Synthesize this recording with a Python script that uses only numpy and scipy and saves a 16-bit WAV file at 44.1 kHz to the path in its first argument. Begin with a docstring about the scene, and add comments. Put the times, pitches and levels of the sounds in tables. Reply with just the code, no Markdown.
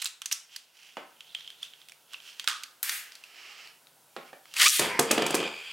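"""Launching a toy spinning top

A top clicks onto its hand launcher over a plastic dish, and a toothed cord zips in.
The cord is ripped out with a rising rasp, and the launcher's gears run on.
The top drops, bounces in the ringing dish, skids and spins on its scraping tip.
A small, hard room echoes a little; the microphone is close."""
import sys
import numpy as np
from scipy import signal
from scipy.fft import rfft, irfft, next_fast_len
from scipy.io import wavfile
from scipy.ndimage import uniform_filter1d, minimum_filter1d, map_coordinates

SR = 44100
rng = np.random.default_rng(int(sys.argv[2]) if len(sys.argv) > 2 else 0)


def dump_mix(stems):
    """Bounce the given channels to the path in sys.argv[1] as a 16-bit WAV at rate SR."""
    frames = np.atleast_2d(stems).T  # one column per channel
    limited = np.clip(frames, -1, 1)  # hard clip at full scale
    pcm = np.round(limited * 32767).astype(np.int16)
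    wavfile.write(sys.argv[1], SR, pcm)


N = 252648
TIME = np.arange(N) / SR


def amp(db):
    """Turn decibels into a number to multiply by."""
    return 10 ** (np.asarray(db) / 20)


def unit(x):
    """Scale x to an average (rms) level of 1."""
    return x / np.sqrt(np.mean(x ** 2) + 1e-20)


def burst(x, span):
    """Give x the energy of a level-1 sound lasting span seconds."""
    return x / np.sqrt(np.sum(x ** 2) / (span * SR) + 1e-20)


def along(points, hz):
    """Read between the rows of a frequency table, on a log scale."""
    f, values = np.transpose(points)
    return np.interp(np.log(hz + 1), np.log(f + 1), values)


def curve(points):
    """Join (time, value) points with straight lines."""
    return np.interp(TIME, *np.transpose(points))


def wobble(rate):
    """A smooth random curve through rate points a second."""
    return map_coordinates(rng.standard_normal(int(N * rate / SR) + 4), [TIME * rate])


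def swell(s, rise, fall, hold=0.):
    """Grow to 1 at time s, hold, then fade; rise and fall are the seconds for the top 10 dB."""
    away = np.maximum((s - TIME) / rise, 0) + np.maximum((TIME - s - hold) / fall, 0)
    return amp(-10 * away ** 1.1)


def filtered(x, gain_db):
    """Filter x by gain_db(hz), so that any ringing comes after its cause."""
    size = 2 * next_fast_len(len(x) // 2 + 4096)
    gain = amp(np.maximum(gain_db(np.fft.rfftfreq(size, 1 / SR)), -110))
    cepstrum = irfft(np.log(gain))
    cepstrum[1:size // 2] *= 2
    cepstrum[size // 2 + 1:] = 0
    return irfft(rfft(x, size) * np.exp(rfft(cepstrum)))[:len(x)]


def shaped(x, tone):
    """Give x the lows and highs of a tone table, at level 1."""
    return unit(filtered(x, lambda hz: along(tone, hz)))


def resonate(x, centre, width):
    """Let x ring around one frequency."""
    return filtered(x, lambda hz: -20 * np.log10(1 + ((hz - centre) / width) ** 2))


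def add(track, s, sound):
    """Mix a sound into a track from time s."""
    part = track[max(round(s * SR), 0):][:len(sound)]
    part += sound[:len(part)]


# Tone of the background hiss: f/Hz, level/dB
HISS_TONE = [(18, -54), (30, -22), (152, -6), (271, -3), (931, 2.5), (1180, -4), (1380, 0.5), (1530, 0.5),
             (1750, -7), (3830, -5), (5990, -6), (7010, -6), (10400, -4), (15800, -7.5)]
# How loud the hiss is: t/s, level/dB
HISS_LEVEL = [(0, -67), (0.7, -67.5), (1.1, -63), (5.73, -60)]
# How loud the hum is: t/s, level/dB
HUM_LEVEL = [(0, -102), (0.7, -92), (1.3, -84.5), (2.3, -89), (3.0, -97), (3.8, -82)]
def background():
    """The room hisses softly over a faint, low hum."""
    mid, side = (shaped(rng.standard_normal(N), HISS_TONE) for ear in range(2))
    hiss = np.array([mid + 0.12 * side, mid - 0.22 * side])
    hum = unit(resonate(rng.standard_normal(N), centre=150, width=18))
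    return amp(curve(HISS_LEVEL)) * hiss + amp(curve(HUM_LEVEL)) * hum


def grainy(tone, grain_db):
    """Noise whose level flickers in tiny grains."""
    slips = rng.standard_normal(N) * amp(grain_db * wobble(700) + wobble(50))
    return shaped(slips, tone)


# Finger strokes: peak t/s, level/dB, rise/s, fall/s, ring f/Hz, ring above scrape/dB
STROKES = [(0.04, -42.5, 0.13, 0.028, 3950, -10.5), (0.54, -51.5, 0.036, 0.05, 3100, -2),
           (0.835, -53.5, 0.084, 0.14, 2600, -5.5), (1.4, -56, 0.1504, .14, 3300, 3),
           (1.631, -47.5, 0.018, 0.031, 3420, -8), (1.8, -63, 0.13, 0.19, 3350, -2),
           (2.13, -52.5, 0.025, 0.032, 3150, -6), (2.29, -46.5, 0.063, .05, 3280, -13),
           (2.42, -53, 0.054, 0.0248, 3200, -8), (3.09, -55.5, 0.21, 0.076, 2600, -10),
           (4.28, -58.5, 0.088, 0.035, 2380, 0), (4.53, -54, 0.06, .07, 2870, -18)]
# Tone of parts rubbing: f/Hz, level/dB
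RUB_TONE = [(400, -40), (750, -24.5), (1400, -14), (2200, -12.5), (2750, -3.5), (3200, -3), (3700, -12),
            (4400, -9), (5900, -11.5), (7800, -18), (14000, -27.5)]
def rubbing(ring_width_hz=380, wander=.045):
    """Fingers slide the parts over each other; each stroke scrapes and makes a part ring."""
    levels = np.array([amp(db) * swell(s, rise, fall) for s, db, rise, fall, _, _ in STROKES])
    ring_hz, ring_db = np.transpose(STROKES)[4:]
    # the pitch shifts with the grip, and every slip knocks the ring out of step
    pitch = ring_hz[levels.argmax(axis=0)] * (1 + wander * wobble(18)) + ring_width_hz * wobble(1800)
    flicker = amp(3.5 * wobble(350) + 1.9 * wobble(40))
    ring = unit(np.sin(2 * np.pi * np.cumsum(pitch) / SR) * flicker)
    return levels.sum(axis=0) * grainy(RUB_TONE, grain_db=3) + amp(ring_db) @ levels * ring


# Small parts give off little bass: f/Hz, level/dB
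SMALL_PART_TONE = [(100, -26), (450, -15), (1000, 0)]
def contacts(rows, life, rise=0.00014):
    """Hard parts chatter and ring briefly. Returns the direct sound and the sound sent into the room."""
    ahead, around, t = np.zeros(N), np.zeros(N), np.arange(SR // 40) / SR
    for s, db, ring_hz, ring_db, low_db, treble_db in rows:
        chatter = rng.standard_normal(len(t)) * (1 - np.exp(-t / rise)) * np.exp(-t / life)
        body = [(450, low_db - 13), (750, low_db - 9), (1150, low_db - 3.5), (1550, low_db), (2100, -3),
                (3300, 0.5), (8000, treble_db), (12000, treble_db - 6.5), (16000, treble_db - 15)]
        tone = lambda hz: along(body, hz) + along(SMALL_PART_TONE, hz)
        ring = lambda hz: ring_db / (1 + ((hz - ring_hz) / (0.11 * ring_hz)) ** 2)
        click = filtered(chatter, lambda hz: tone(hz) + ring(hz))
        add(ahead, s, amp(db) * burst(click, 0.0019))
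        # summed over all directions, the chatter sounds like one clean tick
        tick = filtered(1. * (t == 0), lambda hz: tone(hz) + 0.71 * ring(hz))
        add(around, s, amp(db) * burst(tick, 0.0015))
    return np.array([ahead, around])


# Parts meeting: t/s, level/dB, ring f/Hz, ring boost/dB, lows/dB, treble/dB
CLICKS = [(0.0179, -28, 3970, 17, -17, 5), (0.0217, -26, 2600, 11.5, 1.5, 2),
          (0.0441, -25.5, 7300, 13, 1, 8), (0.0567, -23.5, 3880, 15.5, 0.5, 2.5),
          (0.0615, -27.5, 2630, 8, -13, -1), (0.0668, -35, 7860, 9, -5, 0),
          (0.0719, -31.5, 4010, 12, -16, 1), (0.218, -30.5, 3200, 11.5, 0, -4.5),
          (0.258, -24.5, 6360, 8, -7, 0), (0.3135, -25.5, 2860, 7, -5, -8),
          (0.3179, -28.5, 2900, 13, 0, -5), (0.322, -22.5, 5700, 7.5, -10, 15),
          (0.3257, -18.5, 5720, 14.5, -7, 2), (0.5615, -30, 4700, 8.5, -6, -1.5),
          (2.1331, -36, 3120, 20, 8, 2.5), (2.3963, -27, 3224, 3, -8, -10.5), (2.4422, -35, 3000, 6, 4, -5),
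          (2.4754, -15.5, 4080, 6, -2.5, -9.5), (2.4858, -23.5, 1560, 13, -5, -3),
          (2.4967, -28, 3640, 12, 1, -9), (2.6344, -30, 4580, 9.5, -14, -5),
          (2.8292, -19.5, 12750, 17, 1.5, 3.5), (2.894, -20.5, 1780, 9.5, -7, -3.5),
          (3.1529, -39.5, 4670, 8, -5, -4), (4.5387, -33.5, 2820, 8, 1.5, -2),
          (4.566, -23.5, 2510, 17, -6, -7), (4.5994, -17, 1770, 0, -3.5, -19)]
def clicks():
    """Hard parts of the top and launcher snap together."""
    return contacts(CLICKS, life=0.0031)


# Notes the dish rings at: f/Hz, level/dB, time to fade by 60 dB/s
DISH_NOTES = [(117, -23, .2), (198, -10, 0.17), (227.4, -2.5, 0.18), (259, -3.5, 0.2), (290, -5.5, 0.25),
              (368.3, -4, 0.3), (422, -10.5, 0.62), (459, 4.5, 0.26), (525.5, 4, 0.19), (630, -8, 0.31),
              (814, -5, 0.18), (945, -13, .2), (1182, -3, 0.083), (1293, -4, 0.17)]
# Tone of its dull thud: f/Hz, level/dB
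THUD_TONE = [(35, -48), (60, -44), (100, -13.5), (219, -5.5), (264, -3), (310, -10), (355, -1), (446, -2.5),
             (584, -1), (634, -3.5), (1020, -21), (1160, -10), (1500, -24), (1950, -23), (3300, -120)]
# Deep bass is cut from the knocks: f/Hz, level/dB
DISH_BASS_CUT = [(30, -40), (75, -14), (150, -1)]
def dish_knocks(rows, clack_tone, notes_db, push_db, clack_fade_s, crack_db):
    """A blow dents the thin dish, then rings its low notes and a clacking crowd of higher ones."""
    out, t = np.zeros(N), np.arange(SR // 2) / SR
    dent = t / 0.0017
    push = np.sin(2 * np.pi * 350 * t) * dent * np.exp(1 - dent)
    clack_shape = amp(-60 * t / clack_fade_s) + amp(crack_db) * np.exp(-t / 0.0021)
    for s, db, clack_db, *_ in rows:
        notes = sum(amp(level + rng.normal(0, 2.3) - 60 * t / fade)
                    * np.sin(2 * np.pi * (hz * t + rng.random())) for hz, level, fade in DISH_NOTES)
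        ring = burst(notes * (1 - np.exp(-dent)), 0.0082)
        thud = burst(shaped(rng.standard_normal(len(t)) * amp(-60 * t / 0.11), THUD_TONE), 0.015)
        clack = burst(shaped(rng.standard_normal(len(t)) * clack_shape, clack_tone), 0.008)
        low = amp(notes_db) * ring + amp(-12) * thud + amp(push_db) * push
        add(out, s, amp(db) * (low + amp(clack_db - 11.5) * clack))
    return filtered(out, lambda hz: along(DISH_BASS_CUT, hz))


# Bumps on the dish: t/s, level/dB, clack boost/dB
BUMPS = [(0.9694, -37, 15), (4.1646, -32, 9.5), (4.3304, -46, 15)]
# Tone of their clack: f/Hz, level/dB
BUMP_TONE = [(71, -51), (120, -25.5), (275, -4), (642, -1.5), (818, -0.5), (1000, -9), (1300, -7.5),
             (1700, -7.5), (3040, -10), (4500, -21), (6500, -27), (15000, -40)]
def bumps():
    """A hand knocks the dish from outside."""
    return dish_knocks(BUMPS, BUMP_TONE, notes_db=-13.5, push_db=-11, clack_fade_s=.18, crack_db=13)


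# Snags of a sliding part: t/s, level/dB, ring f/Hz, treble/dB
SNAGS = [(1.2065, -37.5, 3040, -10), (1.3485, -25, 3170, -15), (1.3945, -48, 3180, -11),
         (1.407, -40, 3450, -14), (1.476, -34, 3200, -11), (1.5029, -36.5, 3250, -6),
         (1.629, -27.5, 3450, -1.5), (1.7356, -43, 3140, -22), (1.816, -46.5, 3500, -18),
         (1.886, -42.5, 3320, -1), (1.896, -44.5, 3100, -4), (1.9202, -42, 2320, -9),
         (2.1421, -31.5, 2720, -27), (2.2019, -43, 3120, -17), (3.12, -41.5, 4720, -7),
         (3.2381, -38.5, 2720, -7), (3.6732, -45, 4440, -6), (3.87, -49, 3900, -12),
         (4.4555, -47, 2300, -16)]
def snags(low_db=-5):
    """A part catches and lets go; the harder the catch, the more a plastic prong rings."""
    rows = [(s, db, hz, 13.5 + 0.81 * (db + 38.5), low_db, treble_db) for s, db, hz, treble_db in SNAGS]
    return contacts(rows, life=0.0016)


# Tone of the launcher's hollow body: f/Hz, level/dB
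HOUSING_TONE = [(300, -50), (700, -28), (1000, -13), (1200, -1.5), (1580, 0), (2000, -15), (3150, -5),
                (4600, -10), (8700, -15.5), (14000, -33)]
def latch(s=2.477, db=-28.5, fade_s=0.36):
    """The top snaps home and the launcher's hollow body rattles."""
    out, t = np.zeros(N), np.arange(SR // 2) / SR
    rattle = rng.standard_normal(len(t)) * amp(-60 * t / fade_s + 3.6 * wobble(411)[:len(t)])
    add(out, s, amp(db) * burst(shaped(rattle, HOUSING_TONE), 0.018))
    return out


def ratchet(rate, jitter, snap):
    """One snap per tooth; snap is its fade time as a share of the gap between teeth."""
    teeth = np.cumsum(rate * (1 + jitter * wobble(900))) / SR
    return np.exp(-(teeth % 1) / snap)


def coast(tone, start, db, rise, hold, fall, teeth_hz, slowing_s):
    """Gears run free while a small lever skips over their teeth ever more slowly."""
    age = TIME - start
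    rate = teeth_hz * np.exp(-np.clip(age / slowing_s, 0, 2))
    skips = .2 + ratchet(rate, jitter=.15, snap=0.15)
    level = (age > 0) * swell(start + rise, rise, fall, hold) * amp(db + 1.9 * wobble(140))
    return level * shaped(skips * rng.standard_normal(N), tone)


# Tone of the cord zipping in: f/Hz, level/dB
FEED_TONE = [(240, -69), (400, -37), (425, -39), (504, -24), (615, -29), (799, -13), (890, -23), (1290, -7),
             (1370, -3), (1750, 0.5), (3450, -2.5), (3720, -4.5), (5640, -6), (12500, -3.5), (15800, -9)]
def cord_feed():
    """Feeding in the cord turns the gears with a short zip."""
    return coast(FEED_TONE, 2.829, db=-37, rise=.012, hold=.1, fall=0.051, teeth_hz=622, slowing_s=.19)


# Tone of the swish: f/Hz, level/dB
SWISH_TONE = [(180, -50), (300, -33), (339, -15), (592, -17.5), (690, -11.5), (1020, -15), (1260, -6),
              (1450, -10), (2900, 1), (3490, -11), (5460, -7.5), (5900, -13.5), (8030, -18), (9370, -36),
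              (12000, -29), (15600, -56), (22000, -120)]
def swish():
    """One long, soft rub as the launcher is swung over the dish."""
    return amp(-50) * swell(3.406, rise=0.16, fall=0.066, hold=.25) * grainy(SWISH_TONE, grain_db=0.5)


# Speed of the cord: t/s, teeth passing/Hz
PULL_SPEED = [(4.54, 148), (4.6, 466), (4.62, 630), (4.635, 820), (4.65, 1020), (4.665, 1190), (4.68, 1260)]
# Tone of its rasp: f/Hz, level/dB
RASP_TONE = [(180, -47), (300, -23), (723, -24.5), (1270, -9), (1470, -14), (2050, 1), (2550, -8),
             (3010, 3), (4120, -4.5), (4550, -1), (5470, -5.5), (8840, -5.5), (15800, -16.5)]
# Tone of its whine: f/Hz, level/dB
WHINE_TONE = [(300, -48), (600, -20.5), (900, -17), (1250, -3), (2000, 4), (3000, 5), (5000, 6.5),
              (9000, 4.5), (15800, -19.5)]
def cord_rip(loudest_hz=600, cord_out_s=4.676, whine_db=-5.5):
    """The cord's teeth hit a small gear ever faster: a rising whine inside a rasp."""
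    rate = curve(PULL_SPEED)
    octaves = np.log2(rate / loudest_hz)
    # faster teeth hit harder, until the top gets going and the force eases
    force_db = -19 + np.minimum(17.5 * octaves, -1.5 * octaves)
    fade_db = -1600 * np.maximum(TIME - cord_out_s, 0)
    teeth = ratchet(rate, jitter=.06, snap=.3)
    judder = amp(1.5 * wobble(330))  # the cord slaps unevenly in its guide
    rasp = shaped(teeth * rng.standard_normal(N) * judder, RASP_TONE)
    buzz = (teeth - teeth.mean()) * amp(2.8 * wobble(150))
    whine = shaped(shaped(buzz, WHINE_TONE), SMALL_PART_TONE)
    return (TIME > PULL_SPEED[0][0]) * amp(force_db + fade_db) * (rasp + amp(whine_db) * whine)


# Tone of the whirring gears: f/Hz, level/dB
GEAR_TONE = [(240, -67), (400, -42), (1020, -26), (1310, -9), (1430, -10), (1620, -9), (2240, -5),
             (3450, 0.5), (5220, -6.5), (9660, -1), (10800, -4), (12700, -5.5), (15800, -15)]
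def gear_whirr():
    """After the pull, the gears race on by themselves."""
    return coast(GEAR_TONE, 4.68, db=-27.5, rise=.058, hold=.012, fall=.069, teeth_hz=1795, slowing_s=.2)


def release(s=4.681, gap_s=.007, ring_hz=5600, ring_db=7, low_db=-19, treble_db=4):
    """As the cord leaves, the release catch hits its stop four times, each time more weakly."""
    rows = [(s + k * gap_s, -14.5 - 2 * k, ring_hz, ring_db, low_db, treble_db) for k in range(4)]
    return contacts(rows, life=0.0024)


# The top's bounces: t/s, level/dB, clack boost/dB, rim level/dB, rim treble/dB, rim delay/s
BOUNCES = [(4.7941, -20, 7.5, -15.5, 5, 0.00056), (4.9910, -13, 2.5, -12.5, 5.5, 0.0023),
           (5.1090, -13.5, 3, -13, 4, .003), (5.1785, -16, 2.5, -21, -12.5, .0008),
           (5.2192, -20, 4, -25, -9, .0015), (5.2633, -26, 5.5, -22.5, 1.5, 0.00056),
           (5.305, -24, -6, -24.5, 0, 0.00077), (5.3430, -17, 2.5, -21.5, 0, .0007),
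           (5.3495, -28, -2, -19, 7.5, .001), (5.401, -26.5, -7, -28.5, -18.5, .0006),
           (5.4264, -28, -7, -28, -18, 0.00095)]
# Tone of their clack: f/Hz, level/dB
BOUNCE_TONE = [(50, -51), (150, -21), (400, -8), (750, 0), (1600, -4.5), (2800, -5.5), (4500, -20),
               (9000, -27), (16000, -57)]
def bounces():
    """The top drops and strikes the dish again and again."""
    return dish_knocks(BOUNCES, BOUNCE_TONE, notes_db=-10, push_db=-4, clack_fade_s=0.19, crack_db=9.5)


def rim_clicks(ring_hz=2600, ring_db=4, low_db=2):
    """At each bounce, the top's metal rim clicks just after the tip lands."""
    rows = [(s + delay, db, ring_hz, ring_db, low_db, treble) for s, _, _, db, treble, delay in BOUNCES]
    return contacts(rows, life=0.0034, rise=0.001)


# Skids of the tilted top: t/s, rise/s, hold/s, fall/s, rumble/dB, scratch/dB
SKIDS = [(4.82, 0.013, 0.0058, 0.092, -30.5, -35), (5.114, 0.094, .36, .04, -38.5, -38)]
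# Tone of the scratching tip: f/Hz, level/dB
SCRATCH_TONE = [(180, -50), (300, -34), (452, -9), (515, -18), (1170, -5.5), (2100, -5), (2480, 5),
                (3920, -13), (4770, -2), (5530, -17), (7420, -11), (15000, -37)]
# Notes the top rings at: f/Hz, base width/Hz, level/dB
TOP_NOTES = [(2454, 130, -1), (3205, 270, 0), (4720, 170, -8.5), (7150, 250, -26)]
# Tone of the rumbling dish: f/Hz, level/dB
RUMBLE_TONE = [(35, -55), (60, -24), (97, -18.5), (218, -4), (324, -7), (416, -2.5), (489, -4.5), (534, -2),
               (583, -7.5), (854, -6.5), (989, -13.5), (1060, -8.5), (1410, -15), (2000, -19), (2600, -31),
               (4400, -120)]
def spin(turn_hz=80, upright_s=5.45):
    """The tip scrapes once a turn and makes the top ring; while it skids, the dish rumbles."""
    upright = swell(upright_s, rise=.1, fall=1, hold=1)
    scratch_level, rumble_level = amp(-44.5) * upright, amp(-74) * upright
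    for s, rise, hold, fall, rumble_db, scratch_db in SKIDS:
        skid = swell(s, rise, fall, hold)
        scratch_level = np.maximum(scratch_level, amp(scratch_db) * skid)
        rumble_level = np.maximum(rumble_level, amp(rumble_db) * skid)
    turns = np.cumsum(turn_hz * (1 + 0.0284 * wobble(20))) / SR
    pressure = (1 + 0.24 * np.sin(2 * np.pi * turns)) * amp(1.5 * wobble(400))
    grit = lambda: pressure * rng.standard_normal(N)
    scratch = amp(-3) * shaped(grit(), SCRATCH_TONE)
    for hz, width, db in TOP_NOTES:
        ring = resonate(grit(), hz, 1.23 * width)
        scratch += amp(db - 4.5) * unit(ring * amp(3 * wobble(22)))
    rumble = shaped(grit() * amp(1.8 * wobble(70)), RUMBLE_TONE)
    return scratch_level * scratch + rumble_level * rumble


# Tone of the ringing: f/Hz, level/dB
RINGING_TONE = [(590, -26), (1000, 1), (1140, -17), (1600, -6), (2050, 0), (2650, -9), (3220, -19),
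                (3500, -30), (4830, -17), (6000, -24), (7800, -53), (13200, -120)]
def ringing_tone():
    """A ringing tone sounds between the top's first two bounces."""
    return amp(-37) * swell(4.83, rise=0.017, fall=.01, hold=0.159) * grainy(RINGING_TONE, grain_db=2.5)


# How long the room echoes: f/Hz, time to fade by 60 dB/s
ECHO_FADE = [(150, 0.29), (500, 0.41), (1400, 0.51), (3700, 0.35), (8000, 0.32), (15000, .22)]
# How much the echo differs between the ears: f/Hz, level/dB
ECHO_WIDTH = [(200, -9), (700, 8.5), (4000, 8.5), (8000, 0.5), (14000, -69)]
def in_room(x, left_db, echo_db, spread=0.15):
    """Direct sound, then the room's smooth echo; if x has a second row, that row feeds the echo."""
    rows = np.atleast_2d(x)
    hz, t, noise = signal.stft(rng.standard_normal((2, SR // 2)), SR, nperseg=256)
    fade = amp(-60 * t / along(ECHO_FADE, hz)[:, None]) * (1 - np.exp(-t / 0.00068))
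    mid, side = signal.istft(noise * fade, SR, nperseg=256)[1]
    side = filtered(side, lambda hz: along(ECHO_WIDTH, hz))
    tail = np.array([mid + spread * side, mid - spread * side]) / np.linalg.norm(mid)
    echo = signal.fftconvolve(rows[-1:], tail, axes=1)[:, :N]
    return rows[0] * amp([[left_db / 2], [-left_db / 2]]) + amp(echo_db) * echo


def scene():
    """The top is clicked on off to the right; the launch is straight ahead."""
    snaps = clicks() + snags()
    loading = TIME < 2.7
    return (background()
            + in_room(rubbing() + swish(), left_db=-4, echo_db=-9)
            + in_room(snaps * loading + latch(), left_db=-4, echo_db=-8)
            + in_room(bumps(), left_db=-3, echo_db=-5, spread=0.16)
            + in_room(snaps * ~loading + release(), left_db=1, echo_db=-4.5)
            + in_room(cord_feed() + gear_whirr(), left_db=0, echo_db=-0.5)
            + in_room(cord_rip(), left_db=0.2, echo_db=-21.5)
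            + in_room(bounces(), left_db=-1.1, echo_db=-5.5, spread=0.14)
            + in_room(rim_clicks(), left_db=0.3, echo_db=-5)
            + in_room(spin() + ringing_tone(), left_db=-.5, echo_db=-7.5))


def record(dry, ceiling=0.88, highest_hz=15900):
    """A fast limiter turns down the loudest peaks, and the very highest treble is cut off."""
    needed_gain = np.minimum(1, ceiling / (np.abs(dry).max(axis=0) + 1e-9))
    limited = dry * uniform_filter1d(minimum_filter1d(needed_gain, size=256), size=128)
    size = next_fast_len(N + SR // 2)
    kept = np.fft.rfftfreq(size, 1 / SR) < highest_hz
    return irfft(rfft(limited, size) * kept, size)[:, :N]


dry = scene()
out = record(dry)
dump_mix(out)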